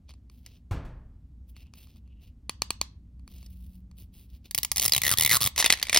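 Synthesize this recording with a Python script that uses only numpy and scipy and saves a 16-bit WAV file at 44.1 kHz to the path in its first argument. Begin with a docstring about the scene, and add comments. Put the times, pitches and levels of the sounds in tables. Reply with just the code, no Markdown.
"""Film-wrapped toy ball unwrapped

A plastic ball in shrink film, close to two microphone ports in a small room with rumble, hum and a far thump.
Fingers brush the film (filtered grains); nails tap film and shell (noise cracks plus modes), four taps firmly.
A perforated strip tears bridge by bridge: cracks and plucked rings, mostly lower as its loose end grows.
The opened film is peeled: folds crack and ring their panels, and sliding film crackles."""
import sys
import numpy as np
from scipy import signal
from scipy.fft import rfft, irfft, next_fast_len
from scipy.io import wavfile
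from scipy.ndimage import uniform_filter1d, map_coordinates

SR = 44100
rng = np.random.default_rng(int(sys.argv[2]) if len(sys.argv) > 2 else 0)


def bounce(signal):
    """Save signal as a 16-bit WAV file at the path given by the first command-line argument."""
    frames = np.transpose(np.atleast_2d(signal))
    limited = np.clip(frames, -1, 1)
    pcm = np.round(limited * 32767).astype(np.int16)
    wavfile.write(sys.argv[1], SR, pcm)


N = 264159
TIME = np.arange(N) / SR


def from_db(db):
    """Amplitude ratio of a level in dB."""
    return 10 ** (np.asarray(db) / 20)


def at_hz(points, hz):
    """Read a table on a log-frequency axis."""
    table_hz, values = np.array(points)[:, 0], np.array(points)[:, 1]
    return np.interp(np.log(np.maximum(hz, 1)), np.log(table_hz), values)


def add(track, s, sound):
    """Mix a short sound in at a time in seconds."""
    start = min(max(round(s * SR), 0), N)
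    track[start:start + len(sound)] += sound[:N - start]


def split_bands(x, order, split_hz):
    """Low and high part of a sound, by Butterworth filters."""
    return [signal.sosfilt(signal.butter(order, split_hz, kind, fs=SR, output="sos"), x)
            for kind in ("low", "high")]


def coloured(x, points, size=8192):
    """Causal minimum-phase filter with the given gains, built by folding the cepstrum."""
    gains = from_db(at_hz(points, np.fft.rfftfreq(size, 1 / SR)))
    cepstrum = irfft(np.log(gains))
    cepstrum[1:size // 2] *= 2
    cepstrum[size // 2 + 1:] = 0
    response = irfft(np.exp(rfft(cepstrum)))
    return signal.fftconvolve(x, response)[:len(x)]


def grains(per_s, spread_db):
    """Random clicks of uneven size, rms 1."""
    sizes = from_db(spread_db * np.minimum(rng.exponential(1, N), 4)) * rng.choice([-1, 1], N)
    clicks = sizes * (rng.random(N) < per_s / SR)
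    return clicks / clicks.std()


def dying_noise(t60_points, count=24):
    """One second of diffuse sound, each band dying at its own rate."""
    t, hz = TIME[:SR], np.fft.rfftfreq(SR, 1 / SR)
    white = rfft(rng.standard_normal(SR))
    edges = np.geomspace(20, SR / 2, count)
    total = np.zeros(SR)
    for low, high in zip(edges, edges[1:]):
        band = irfft(white * (hz >= low) * (hz < high), SR)
        t60_s = at_hz(t60_points, np.sqrt(low * high))
        total += band * from_db(-60 * t / t60_s)
    return total


def ring(hz, t60_s):
    """A struck mode: a sine that decays exponentially."""
    t = TIME[:SR // 20]
    return np.sin(2 * np.pi * hz * t) * np.exp(-np.log(1000) * t / t60_s)


def snap(treble_db, rise_s, decay_s, flutter_db, flutter_s=0.0051, treble_decay_s=0.00067, split_hz=6500):
    """A crack scatters through the film; its treble dies in milliseconds, the rest flutters on."""
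    t = TIME[:SR // 20]
    kinks = rng.choice([-1, 1], len(t)) * rng.exponential(1, len(t))  # a few strong among many weak
    onset = (1 - np.exp(-(t / rise_s) ** 2)) * kinks
    body = onset * (np.exp(-t / decay_s) + from_db(flutter_db) * np.exp(-t / flutter_s))
    edge = onset * np.exp(-t / treble_decay_s)
    # each filter runs twice for a steeper split
    low = split_bands(split_bands(body / np.linalg.norm(body), 2, split_hz)[0], 2, split_hz)[0]
    high = split_bands(split_bands(edge / np.linalg.norm(edge), 2, split_hz)[1], 2, split_hz)[1]
    return np.sqrt(.002 * SR) * (low + from_db(treble_db) * high)  # energy of 2 ms at rms 1, before the split


SLIDE_ATTACK_S, SLIDE_RELEASE_S = 0.0068, 0.0053


def slide(start_s, length_s, db, attack_s=SLIDE_ATTACK_S, release_s=SLIDE_RELEASE_S):
    """Gain in time of one slide: attack, hold, release."""
    before = np.maximum(start_s - TIME, 0) / attack_s
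    after = np.maximum(TIME - start_s - length_s, 0) / release_s
    return from_db(db) * np.exp(-np.minimum(before + after, 20))


# Background noise spectrum. Each row: frequency in Hz, gain in dB.
FLOOR_COLOUR = [(25, -18), (65, 3.5), (120, -13.5), (250, -18), (370, -36), (600, -44.5), (1500, -56),
                (6000, -62), (14000, -68.5)]
# Rise and fall of rumble and hum. Each row: time in seconds, gain in dB.
RUMBLE_GAIN = [(0, -8.5), (1.3, -3), (4.05, 0.5), (4.5, -4)]


def background(hum_hz=60, hum_db=-49.0, drone_hz=183, drone_db=-53.0, drone_s=3.65, drone_half_s=0.37):
    """Low house rumble with mains hum, both moving in level; a faint drone swells once and fades."""
    hum = from_db(hum_db) * np.sin(2 * np.pi * hum_hz * TIME)  # before the moving gain
    swell = np.exp(-.5 * ((TIME - drone_s) / drone_half_s) ** 2)
    drone = from_db(drone_db) * swell * np.sin(2 * np.pi * drone_hz * TIME)
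    noise = from_db(-22) * coloured(rng.standard_normal(N), FLOOR_COLOUR)
    rumble = signal.sosfilt(signal.butter(1, 150, fs=SR, output="sos"), noise)
    moving_gain = from_db(np.interp(TIME, *np.transpose(RUMBLE_GAIN)))
    return moving_gain * (hum + rumble) + (noise - rumble) + drone


# Nail contacts. Each row: start in seconds, relative level in dB.
NAIL_TAPS = [(0.092, -41.5), (0.106, -43), (0.138, -46.5), (0.298, -45), (1.565, -41), (1.668, -57),
             (1.737, -39.5), (1.871, -49), (1.96, -53), (2.076, -59), (2.4946, -14.5), (2.6194, -10),
             (2.705, -10.5), (2.8135, -10), (3.277, -38), (3.195, -56), (3.428, -44.5), (3.913, -47.5)]
# Modes of the hollow shell. Each row: frequency in Hz, relative level in dB, t60 in seconds.
SHELL_MODES = [(510, -20.5, 0.004), (1140, -9.5, 0.009), (2420, -11.5, 0.014), (4490, -2, 0.0093),
               (5560, -20, .012), (6560, -5.5, 0.0054), (9400, -14.5, 0.0093)]
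# Spectrum of cracks and crackles in the film. Each row: frequency in Hz, gain in dB.
FILM_COLOUR = [(60, -20.5), (250, -8), (1100, -1.5), (1550, -9.5), (2000, 5), (2800, 3.5), (5000, 5),
               (7000, 4.5), (10000, 2.5), (16000, -7)]
# lighter contacts are duller: dB per octave for each dB below a firm tap, pivot 2 kHz
FIRM_TAP_DB, SOFT_TILT = -8, .045


def nail_taps(crack_db=-13.5, shell_db=-1.0):
    """The nail cracks on the film, then lands on the shell, whose modes answer differently each time."""
    cracks, shell = np.zeros(N), np.zeros(N)
    for s, db in NAIL_TAPS:
        crack = snap(1.0, rise_s=0.00054, decay_s=0.00097, flutter_db=-13.0)
        add(cracks, s, from_db(db + crack_db) * crack)
        for hz, mode_db, t60_s in SHELL_MODES:
            strength, detune, lag = rng.standard_normal(3)
            soft_db = SOFT_TILT * (db - FIRM_TAP_DB) * np.log2(hz / 2000)
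            level_db = db + shell_db + mode_db + soft_db + 0.5 * strength
            mode = ring(hz * (1 + 0.013 * detune), t60_s)
            add(shell, s + .0004 + 0.00027 * abs(lag), from_db(level_db) * mode)
    return coloured(cracks, FILM_COLOUR) + shell


def tap_spread(level_db=17.0, low_hz=2800, high_hz=6500):
    """Summed over all directions, a tap reaches the walls as one smooth, bright click."""
    clicks = np.zeros(N)
    for s, db in NAIL_TAPS:
        add(clicks, s, [from_db(db + level_db)])
    return signal.sosfilt(signal.butter(1, [low_hz, high_hz], "band", fs=SR, output="sos"), clicks)


# Fingertip strokes. Each row: start in seconds, length in seconds, relative level in dB, treble gain in dB.
BRUSH_STROKES = [(0.096, 0.0061, -51.5, -23), (0.315, 0.12, -75, -1), (0.451, 0.12, -64.5, -10.5),
                 (1.492, 0.0093, -72, 6), (1.565, 0.07, -67, -6), (1.757, 0.082, -60, -2),
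                 (1.875, 0.093, -68.5, -7.5), (2.216, .06, -67.5, -5.5), (3.283, 0.18, -63, -2),
                 (3.502, 0.28, -74.5, 4), (3.981, 0.041, -60.5, 2.5), (4.141, 0.097, -66, 1),
                 (4.302, 0.059, -65.5, -4), (4.451, 0.011, -56.5, -9)]
# Spectrum of skin slipping on film. Each row: frequency in Hz, gain in dB.
BRUSH_COLOUR = [(300, 13.5), (1600, -7.5), (2700, 10), (4500, 8), (7500, 0.5), (15000, 11.5)]
# Drags that make the taut film sing. Each row: start in seconds, length in seconds, level in dB.
SINGING_RUBS = [(1.547, 0.13, -72.5), (1.763, 0.037, -70), (2.064, 0.224, -78)]
BRUSH_ATTACK_S, BRUSH_RELEASE_S = 0.0073, 0.016


def brushing(split_hz=6500, uneven_db=2.5, rub_hz=2800, rub_t60_s=.005):
    """Skin sticks and slips on the film in fine, uneven steps; where it drags, the taut film sings faintly."""
    grip = uniform_filter1d(rng.standard_normal(N), size=700)
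    uneven_gain = from_db(uneven_db * grip / grip.std())
    slips = coloured(uneven_gain * grains(per_s=4000, spread_db=4.5), BRUSH_COLOUR)
    low, high = split_bands(slips, 3, split_hz)
    strokes = np.zeros(N)
    for start_s, length_s, db, treble_db in BRUSH_STROKES:
        gain = slide(start_s, length_s, db, BRUSH_ATTACK_S, BRUSH_RELEASE_S)
        strokes += gain * (low + from_db(treble_db) * high)
    singing = signal.fftconvolve(slips, ring(rub_hz, rub_t60_s))[:N]
    rub_gain = sum(slide(*row, BRUSH_ATTACK_S, BRUSH_RELEASE_S) for row in SINGING_RUBS)
    return from_db(-3.0) * strokes + singing / singing.std() * rub_gain


# Spells of small folds. Each row: start in seconds, length in seconds, mean relative level in dB.
PEELS = [(5.554, 0.036, -37), (5.638, .1, -17), (5.744, .14, -30.5), (5.94, .05, -20)]
SMALL_FOLDS_PER_S, SMALL_FOLD_SPREAD_DB, SMALL_PANEL_HZ = 64, 4.5, (1667, 3460)


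def small_folds():
    """Rows of (s, dB, panel Hz): folds give way at uneven intervals while the film is peeled."""
    rows = []
    for start_s, length_s, db in PEELS:
        for s in np.arange(start_s, start_s + length_s, 1 / SMALL_FOLDS_PER_S):
            fold_s = s + rng.random() / SMALL_FOLDS_PER_S
            fold_db = db + SMALL_FOLD_SPREAD_DB * rng.standard_normal()
            panel_hz = np.exp(rng.uniform(*np.log(SMALL_PANEL_HZ)))
            rows.append((fold_s, fold_db, panel_hz))
    return rows


# Single folds of film buckling. Each row: start in seconds, relative level in dB, panel pitch in Hz.
SINGLE_FOLDS = [(0.462, -38, 5100), (3.382, -52.5, 6360), (3.462, -45, 5100), (5.5608, -24.5, 6015),
                (5.578, -13, 6270), (5.5999, -11, 6220), (5.6251, -12, 1840), (5.643, -8, 2080),
                (5.6602, -5, 3600), (5.702, -3.5, 2050), (5.724, -6.5, 4130), (5.827, -12, 4770),
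                (5.8952, -14, 2400), (5.9286, -10.5, 2190), (5.9446, -8, 5210), (5.9488, -12, 5500),
                (5.952, -20, 640), (5.9605, -7, 2210), (5.9722, -3.5, 5240)]


def crinkles(panel_db=-4.5, panel_t60_s=0.019, treble_db_per_octave=4.5):
    """A fold flips with a crack and the film panel beside it rings; large, low panels crack duller."""
    cracks, panels = np.zeros(N), np.zeros(N)
    for s, db, hz in SINGLE_FOLDS + small_folds():
        treble_db = treble_db_per_octave * np.log2(hz / 6500)
        crack = snap(treble_db, rise_s=0.00061, decay_s=0.00092, flutter_db=-8, treble_decay_s=0.0027)
        add(cracks, s, from_db(db) * crack)
        add(panels, s + .0005, from_db(db + panel_db) * ring(hz, panel_t60_s))
    return from_db(-3.0) * coloured(cracks, FILM_COLOUR) + panels


# Spectrum of the far thump. Each row: frequency in Hz, gain in dB.
THUMP_COLOUR = [(30, 21), (120, 19), (250, 10.5), (450, 4), (1100, 0.5), (3000, -11.5), (8000, -20),
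                (15000, -24)]


def far_thump(s=.7105, thud_hz=108, thud_db=-20.0, boom_db=-30.0, rattle_after_s=.14, rattle_db=-15.0):
    """Something heavy shuts further off: a low thud, a weaker second knock, and mostly the room."""
    out = np.zeros(N)
    t60_points = [(40, 1.5), (200, 0.62), (1500, 0.66), (12000, 0.16)]  # Hz, t60 in seconds
    for lag_s, db in (0, boom_db), (rattle_after_s, boom_db + rattle_db):
        add(out, s + lag_s, from_db(db) * coloured(dying_noise(t60_points), THUMP_COLOUR))
    add(out, s, -from_db(thud_db) * ring(thud_hz, 0.1))
    return out


# Bridges snapping singly, as the tab is picked loose or the pull stalls.
# Each row: start in seconds, relative level in dB.
PICKS = [(4.51, -29.5), (4.547, -18), (4.5781, -19), (4.5854, -19.5), (4.6316, -20.5), (4.648, -20),
         (4.7166, -17.5), (4.8796, -17.5), (4.8948, -25)]
# Pulls on the strip, each a run of bridges. 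Each row: start in seconds, length in seconds, bridge count,
# slowing down from -1 to 1, relative level in dB, pitch in Hz of the film beside the tear.
PULLS = [(4.7601, 0.036, 4, 0.33, -19, 5530), (4.8113, .049, 7, .05, -19.5, 5100),
         (4.9213, 0.058, 5, 0.13, -16.5, 3910), (5.0174, 0.12, 11, -0.48, -20.5, 3760),
         (5.1736, .1022, 9, .1, -18.5, 3500), (5.294, 0.075, 10, -0.085, -16, 4251),
         (5.4051, 0.067, 8, 0.17, -19.5, 3909)]
BRIDGE_SPREAD_DB, BRIDGE_JITTER_S, FACET_SPREAD_OCTAVES = 3, 0.00039, 0.163
PULL_SOFT_START_DB, PULL_GRIP_S = -2, 0.0072  # force builds up at the start of a pull
FIBRES_PER_S, FIBRE_DB, RAGGED_FROM_S = 40, -6, 5.0  # pulls starting later also snap stray fibres


def bridges():
    """Rows of (s, dB, film Hz): evenly spaced bridges pass as fast as the hand pulls, stray fibres among them."""
    rows = [(s, db, PULLS[0][-1]) for s, db in PICKS]
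    for start_s, length_s, count, slowing, db, hz in PULLS:
        along = np.linspace(0, 1, max(round(count), 2))
        late, strong = rng.standard_normal((len(along), 2)).T
        progress = along - slowing * along * (1 - along)
        times_s = start_s + length_s * progress + BRIDGE_JITTER_S * late
        soft_start_db = PULL_SOFT_START_DB * np.exp(-length_s * along / PULL_GRIP_S)
        levels_db = db + BRIDGE_SPREAD_DB * strong + soft_start_db
        rows += [(s, level_db, hz) for s, level_db in zip(times_s, levels_db)]
        if start_s > RAGGED_FROM_S:
            places = rng.random(round(FIBRES_PER_S * length_s))
            rows += [(start_s + length_s * place, db + FIBRE_DB, hz) for place in places]
    return [(s, db, hz * 2 ** (FACET_SPREAD_OCTAVES * rng.standard_normal())) for s, db, hz in rows]


# Loose end of the strip. Each row: time in seconds, pitch in Hz, ring level in dB relative to the bridge.
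LOOSE_END = [(4.898, 4700, -25), (4.922, 5040, 12.5), (4.982, 2600, -4.5), (5.05, 1960, 2),
             (5.145, 1210, -5.5), (5.19, 2200, -10), (5.317, 1977, 3), (5.368, 1194, -2),
             (5.471, 1130, -14)]
# Spectrum of the tearing cracks. Each row: frequency in Hz, gain in dB.
TEAR_COLOUR = [(30, -14), (100, 11.5), (330, -8), (700, -3), (1200, -3.5), (1550, -14.5), (2000, 4),
               (2600, 0), (3300, 4), (4200, 4), (9000, 4), (15000, 2.5)]
# How well the wrapped ball passes the rings. Each row: frequency in Hz, gain in dB.
RING_COLOUR = [(200, -25), (850, -8.5), (1200, 2), (1550, -9.5), (1950, 2), (2600, -3), (3400, 0)]
STRIP_T60_S = .017
SHRED_AFTER_S, SHRED_DB = 0.0033, -6.5  # last shred of a bridge; the delay is scaled at random


def tear_strip(crack_db=-3.0, treble_db=2.5, facet_db=-3.0, facet_t60_s=0.015):
    """Each bridge cracks, rings the film beside it and plucks the strip, mostly lower as it lengthens."""
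    cracks, rings = np.zeros(N), np.zeros(N)
    when_s, pitches_hz, ring_dbs = np.transpose(LOOSE_END)
    for s, db, facet_hz in bridges():
        shred_lag_s = SHRED_AFTER_S * rng.uniform(.4, 1.2)
        for lag_s, loss_db in (0, 0), (shred_lag_s, SHRED_DB):
            crack = snap(treble_db, rise_s=0.00017, decay_s=0.00084, flutter_db=-18.5, treble_decay_s=0.00098)
            add(cracks, s + lag_s, from_db(db + crack_db + loss_db) * crack)
        add(rings, s + 0.00027, from_db(db + facet_db) * ring(facet_hz, facet_t60_s))
        strip_hz = np.interp(s, when_s, pitches_hz) * np.exp(0.068 * rng.standard_normal())
        strip_db = db + np.interp(s, when_s, ring_dbs)
        add(rings, s + 0.00064, from_db(strip_db) * ring(strip_hz, STRIP_T60_S))
    return coloured(cracks, TEAR_COLOUR) + coloured(rings, RING_COLOUR)


# Film sliding over the shell. Each row: start in seconds, length in seconds, relative level in dB.
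FILM_SLIDES = [(5.31, 0.019, -29), (5.443, 0.045, -44), (5.588, .026, -26), (5.656, 0.11, -55),
               (5.925, 0.073, -41.5)]
PULL_DRAG_DB = -36  # the strip's own sliding, relative to its pull


def film_drag():
    """Sliding film breaks into a dense spray of tiny crackles."""
    pulls = [(start_s, length_s, db + PULL_DRAG_DB) for start_s, length_s, _, _, db, _ in PULLS]
    sliding = sum(slide(*row) for row in FILM_SLIDES + pulls)
    return from_db(2.0) * coloured(sliding * grains(per_s=5000, spread_db=4.0), FILM_COLOUR)


def jolt(s=5.452, hz=105, db=-26.5, t60_s=0.074):
    """The ball jolts in the hand as the strip comes free: a short low sine."""
    out, t = np.zeros(N), TIME[:SR // 4]
    add(out, s, from_db(db - 60 * t / t60_s) * np.sin(2 * np.pi * hz * t))
    return out


# Spectrum of the room tail. Each row: frequency in Hz, gain in dB.
ROOM_COLOUR = [(150, -19), (1000, 2), (2600, -1.5), (5000, -2.5), (9000, -3), (15000, 9)]
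# Decay of the room. Each row: frequency in Hz, t60 in seconds.
ROOM_T60 = [(100, 1), (1000, 0.3), (4500, 0.27), (15000, 0.063)]


def room(x, wet_db=-18.0, delay_s=0.0017):
    """A diffuse tail, different at each port."""
    sides = []
    for _ in "LR":
        tail = dying_noise(ROOM_T60) * (TIME[:SR] > delay_s)
        response = coloured(tail / np.linalg.norm(tail), ROOM_COLOUR)
        sides.append(signal.fftconvolve(x, response)[:N])
    return from_db(wet_db) * np.array(sides)


# Phase between the microphone ports. Each row: frequency in Hz, lead of the left in radians.
PORT_PHASE = [(1500, 0), (2600, 0.44), (5200, 0.53), (7200, 3), (10300, 5.5), (13500, 9), (16500, 15.5)]
PLACE_CHANGE_S, PLACE_LAG_S = .012, .000007  # cracks come from all over the film; lag is the rms of its draws


def ports(x):
    """Near sound reaches the right port later in the treble, by a lag that changes with the place on the ball."""
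    size = next_fast_len(N + SR // 10)
    phase = np.exp(-1j * at_hz(PORT_PHASE, np.fft.rfftfreq(size, 1 / SR)))
    late = irfft(rfft(x, size) * phase, size)
    place = np.interp(TIME / PLACE_CHANGE_S, np.arange(N), rng.standard_normal(N))
    right = map_coordinates(late, [(TIME + PLACE_LAG_S * place) * SR], order=5)
    return np.array([x, right[:N]])


def scene():
    """The ball close up, the room around it."""
    film = tear_strip() + crinkles() + film_drag() + brushing()
    taps = nail_taps()
    reverberant = room(film + tap_spread() + from_db(-4.5) * taps)
    return ports(film + taps) + jolt() + reverberant + far_thump() + background()


CUTOFF_HZ = 16200


def record(dry):
    """The highest peaks are rounded and the top is cut."""
    rounded = 1.1 * np.tanh(dry / 1.1)
    return signal.sosfilt(signal.ellip(10, .2, 70, CUTOFF_HZ, fs=SR, output="sos"), rounded)


dry = scene()
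out = record(dry)
bounce(out)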